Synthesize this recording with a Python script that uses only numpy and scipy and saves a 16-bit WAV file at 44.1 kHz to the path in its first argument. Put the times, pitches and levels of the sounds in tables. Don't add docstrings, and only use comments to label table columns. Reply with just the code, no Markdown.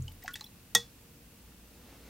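import sys
import numpy as np
from scipy import signal
from scipy.io import wavfile

SR = 44100
rng = np.random.default_rng(int(sys.argv[2]) if len(sys.argv) > 2 else 0)


def persist_wave(psi):
    counts = np.round(np.clip(psi, -1, 1) * 32767).astype(np.int16)
    wavfile.write(sys.argv[1], SR, np.atleast_2d(counts).T)


def volts_from_decibels(level):
    exponent = np.asarray(level, float) / 20
    return 10 ** exponent


N = 92345


def at_hz(points, hz):
    points = np.array(points)
    return np.interp(np.log(hz), np.log(points[:, 0]), points[:, 1])


def rms_one(x):
    return x / np.sqrt(np.mean(x ** 2) + 1e-20)


def drift(rate_hz):
    pole = np.exp(-80 * np.pi * rate_hz / SR)
    white = rng.standard_normal(N // 40 + 2002)
    slow = signal.lfilter([1], [1, -2 * pole, pole * pole], white)[2000:]
    return np.interp(np.arange(N) / 40, np.arange(len(slow)), rms_one(slow))


def since(start_s):
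    longest_s = 0.3
    return np.arange(int(longest_s * SR)) / SR + np.ceil(start_s * SR) / SR - start_s


def dying(t, t60, attack_s):
    shape = (1 - np.exp(-t / attack_s)) * volts_from_decibels(-60 * t / t60)
    return shape / shape.max()


def sine(hz, t):
    return np.sin(2 * np.pi * hz * t)


def bands(white, size):
    edges = 18 * 2 ** np.arange(0, 10.1, 1 / 3)
    for k, (low, high) in enumerate(zip(edges, edges[1:])):
        sos = signal.butter(2, [low, high], "band", fs=SR, output="sos")
        yield np.sqrt(low * high), signal.sosfilt(sos, white[k % 2])[..., -size:]


def add(out, start_s, sound):
    i = max(int(np.ceil(start_s * SR)), 0)
    out[i:i + len(sound)] += sound[:N - i]


def room_tone():
    # frequency in Hz, level in dB per Hz.
    colour = [(20, -13.5), (63, -4), (260, -8.5), (400, -21), (1000, -25.5), (2500, -28), (8000, -30.5),
              (16000, -28.5)]
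    # frequency in Hz, level in dB.
    side_share = [(30, -9.5), (125, -26.5), (400, -6.5), (2000, -1.5), (8000, 0.5), (11500, 1),
                  (13500, -13.5)]
    # frequency in Hz, rms level in dB.
    hums = [(58, -64), (475, -72.5), (2650, -74.5)]
    hum_widths = [2.7, 51, 540]
    out = 0
    for hz, noise in bands(rng.standard_normal((2, 2, N + SR // 2)), N):
        out = out + volts_from_decibels(at_hz(colour, hz)) * noise * [[1], [volts_from_decibels(at_hz(side_share, hz))]]
    out = volts_from_decibels(-56.5) * out / np.std(out[0])
    for (hz, db), width_hz in zip(hums, hum_widths):
        b, a = signal.iirpeak(hz, hz / width_hz, fs=SR)
        hum = signal.lfilter(b, a, signal.lfilter(b, a, rng.standard_normal(N + SR)))
        out[0] += volts_from_decibels(db) * rms_one(hum[SR:])
    return out


def desk():
    # frequency in Hz, level in dB, t60 in seconds.
    modes = [(33.8, -11.5, 1), (86.5, -1.5, 0.55), (125.8, 3, 0.25), (196.4, -18.5, 0.45)]
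    knock_ago_s, knock_db = 0.00057, -34
    t = np.arange(N) / SR + knock_ago_s
    return sum(-volts_from_decibels(db + knock_db) * dying(t, t60, 0.0014) * sine(hz, t) for hz, db, t60 in modes)


def sleeve():
    # time in seconds, level in dB.
    speed = [(1.55, -69), (1.75, -63), (1.86, -59), (1.92, -55.5), (1.94, -54), (1.97, -59), (2.03, -59.5),
             (2.09, -54.5)]
    # frequency in Hz, level in dB per Hz.
    colour = [(80, -14), (250, 4), (600, -4.5), (1400, -11), (2100, -11), (3200, -14), (4500, -15),
              (9000, -24.5)]
    together, cloth = drift(17.0), 0
    for hz, noise in bands(rng.standard_normal((2, N)), N):
        if hz > 60:
            patches_db = 1.1 * together + 1.1 * drift(25.0)
            cloth = cloth + volts_from_decibels(at_hz(colour, hz) + patches_db) * noise
    times, levels_db = np.transpose(speed)
    return volts_from_decibels(np.interp(np.arange(N) / SR, times, levels_db)) * rms_one(cloth)


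def tap():
    jar_modes = [472, 870, 1100, 1902, 2567, 3365, 3425, 3530, 3666, 4447, 5389, 5815, 6315, 6825]
    # level in dB, t60 in seconds.
    jar_ring = [(-19.5, 0.2), (-11.5, 0.014), (-18.5, 0.051), (-0.5, 0.08), (-16.5, 0.093), (-1, 0.081),
                (-7.5, 0.16), (-6, 0.052), (2.5, 0.047), (-17, 0.072), (-6.5, 0.064), (-10, 0.077),
                (-5.5, 0.063), (-12, .07)]
    # frequency in Hz, level in dB, t60 in seconds.
    thud_modes = [(117.8, -45.5, 0.33), (200, -41, 0.18), (334, -51.5, 0.094)]
    # frequency in Hz, level in dB per Hz.
    crack_colour = [(300, -40), (500, -10.5), (1300, -11.5), (2900, -24.5), (4100, -7.5), (6500, -4),
                    (10000, -7), (16000, -19.5)]
    # frequency in Hz, t60 in seconds.
    crack_t60 = [(400, 0.036), (3000, 0.02), (6500, 0.02), (9000, 0.013), (16000, 0.012)]
    # frequency in Hz, t60 in seconds.
    tail_t60 = [(400, .12), (3000, 0.32), (6000, 0.21), (8500, 0.038), (16000, 0.038)]
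    tap_s, ring_late_s, bounce_s = 0.7492, 0.00123, 0.7566
    tap_db, crack_db, bounce_db = -19.5, -21, -7
    out, t = np.zeros(N), since(tap_s)

    ring = 0
    for hz, (db, t60) in zip(jar_modes, jar_ring):
        flutter = volts_from_decibels(1.0 * drift(78.0)[:len(t)])
        rise_s = 4.5 / hz
        ring = ring + volts_from_decibels(tap_db + db) * dying(t, t60, rise_s) * flutter * sine(hz, t)
    thud = sum(volts_from_decibels(db) * dying(t, t60, 0.0033) * sine(hz, t) for hz, db, t60 in thud_modes)

    crack = 0
    for hz, noise in bands(rng.standard_normal((2, len(t))), len(t)):
        if hz > 250:
            snap = dying(t, at_hz(crack_t60, hz), 0.0009)
            tail = volts_from_decibels(-23.5) * dying(t, at_hz(tail_t60, hz), 0.0071)
            crack = crack + volts_from_decibels(at_hz(crack_colour, hz)) * noise * (snap + tail)

    add(out, tap_s + ring_late_s, ring + thud)
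    add(out, tap_s, volts_from_decibels(crack_db + 17) * crack)
    add(out, bounce_s, volts_from_decibels(crack_db + 11 + bounce_db) * crack * dying(t, 0.022, 0.0003))
    return out


def splashes():
    # start in seconds, rms level in dB, low edge in Hz, high edge in Hz, t60 in seconds.
    spits = [(.021, -46, 6100, 8660, 0.0224), (0.027, -71, 11000, 15000, 0.027),
             (.079, -48.5, 1960, 7900, 0.044), (0.093, -50, 11070, 16000, .015),
             (.121, -49.5, 9570, 14000, .02), (0.118, -54, 2000, 9000, 0.013),
             (0.221, -53.5, 1450, 8950, 0.18), (0.237, -42, 13000, 15500, 0.0258),
             (.238, -52, 2930, 11000, .03), (0.258, -49.5, 3800, 6700, 0.0554),
             (.259, -48, 1570, 3060, 0.053), (0.278, -38, 2350, 7400, 0.043),
             (.279, -49, 8000, 12900, 0.017), (0.307, -49, 2470, 7600, 0.051),
             (.335, -39, 10100, 15200, 0.03), (0.336, -50.5, 1910, 9100, 0.073),
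             (.355, -37, 1434, 8400, 0.043), (.356, -52, 6400, 16000, 0.02),
             (0.395, -50, 3500, 7900, 0.029), (0.4085, -40, 1100, 8300, .025),
             (.4095, -50, 9900, 16500, 0.01), (.443, -49, 10000, 15000, 0.032),
             (1.52, -61, 1000, 4070, 0.023)]
    spray_db, droplet_db, droplet_cycles = -5, -3, 25.0
    out, t = np.zeros(N), np.arange(SR // 10) / SR
    grain = volts_from_decibels(2 * drift(190.0))
    whites = rng.standard_normal((30, SR // 10))
    draws = rng.random((30, 2, 12, 1))
    for (start_s, db, low_hz, high_hz, t60), white, (pitch, wait) in zip(spits, whites, draws):
        sos = signal.butter(4, [low_hz, high_hz], "band", fs=SR, output="sos")
        even_out = np.sqrt(SR / 2 / (high_hz - low_hz))
        spray = even_out * signal.sosfilt(sos, white * dying(t, t60, 0.00062))
        hz = low_hz * (high_hz / low_hz) ** pitch
        late_s = t60 * 0.32 * wait ** 2
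        age = np.maximum(t - late_s, 0)
        fall = volts_from_decibels(-60 * late_s / t60 - 60 * age * hz / droplet_cycles)
        droplets = signal.sosfilt(sos, np.sum(fall * sine(hz, age), axis=0))
        add(out, start_s, volts_from_decibels(db) * (volts_from_decibels(spray_db) * spray + volts_from_decibels(droplet_db) * droplets))
    return out * grain


def bubbles():
    # start in seconds, peak level in dB, frequency in Hz, t60 in seconds.
    plinks = [(0.0213, -54.5, 6780, 0.02), (.080, -39.5, 3010, 0.025), (0.081, -57.5, 849, 0.06),
              (.227, -47, 1910, .015), (0.245, -42, 733.4, 0.041), (.254, -45, 844, 0.019),
              (0.2794, -23, 1624, 0.0043), (0.285, -41.5, 1431, 0.12), (0.28, -51, 1100, 0.09),
              (.283, -40.5, 1923, 0.034), (.3405, -35.5, 3335, 0.024), (.356, -47, 1934, 0.033),
              (.357, -44.5, 3654, 0.054), (.397, -52, 1868, 0.013), (0.4099, -33.5, 4050, 0.016),
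              (0.4096, -38.5, 4550, 0.015), (.410, -52.5, 842, 0.053), (.441, -44, 5493, 0.015),
              (.442, -41, 3384, 0.017), (.357, -53, 860, 0.028), (0.464, -41, 3967, 0.023)]
    attack_cycles, pitch_rise = 4.7, 0.037
    out = np.zeros(N)
    for start_s, db, hz, t60 in plinks:
        t = since(start_s)
        creep = 1 + pitch_rise * np.minimum(t / t60, 1)
        add(out, start_s, volts_from_decibels(db) * dying(t, t60, attack_cycles / hz) * sine(hz, t * creep))
    return out * volts_from_decibels(2.5 * drift(180.0))


def echoes(x, level_db):
    t60 = 0.14
    lags, signs = rng.uniform(0.002, 0.08, 90), rng.choice([-1, 1], 90)
    response = np.zeros(SR // 10)
    response[(lags * SR).astype(int)] = signs * volts_from_decibels(level_db - 60 * lags / t60)
    return signal.fftconvolve(x, response)[:N]


def scene():
    mid, side = room_tone()
    cloth, rap, water = sleeve(), tap(), bubbles() + splashes()
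    mid = mid + desk() + cloth + water + rap
    mid = mid + echoes(volts_from_decibels(-19) * water + volts_from_decibels(-23.5) * rap, 0)
    side = side + echoes(water + rap + cloth, -48)
    return np.array([mid + side, mid - side])


def top_cut(x):
    return signal.sosfilt(signal.butter(12, 17090, fs=SR, output="sos"), x)


def record(dry):
    shelf = signal.ellip(8, 0.3, 14, 15850, fs=SR, output="sos")
    cut = signal.ellip(10, 0.3, 60, 16900, fs=SR, output="sos")
    return top_cut(signal.sosfilt(np.vstack([shelf, cut]), dry))


dry = scene()
out = record(dry)
persist_wave(out)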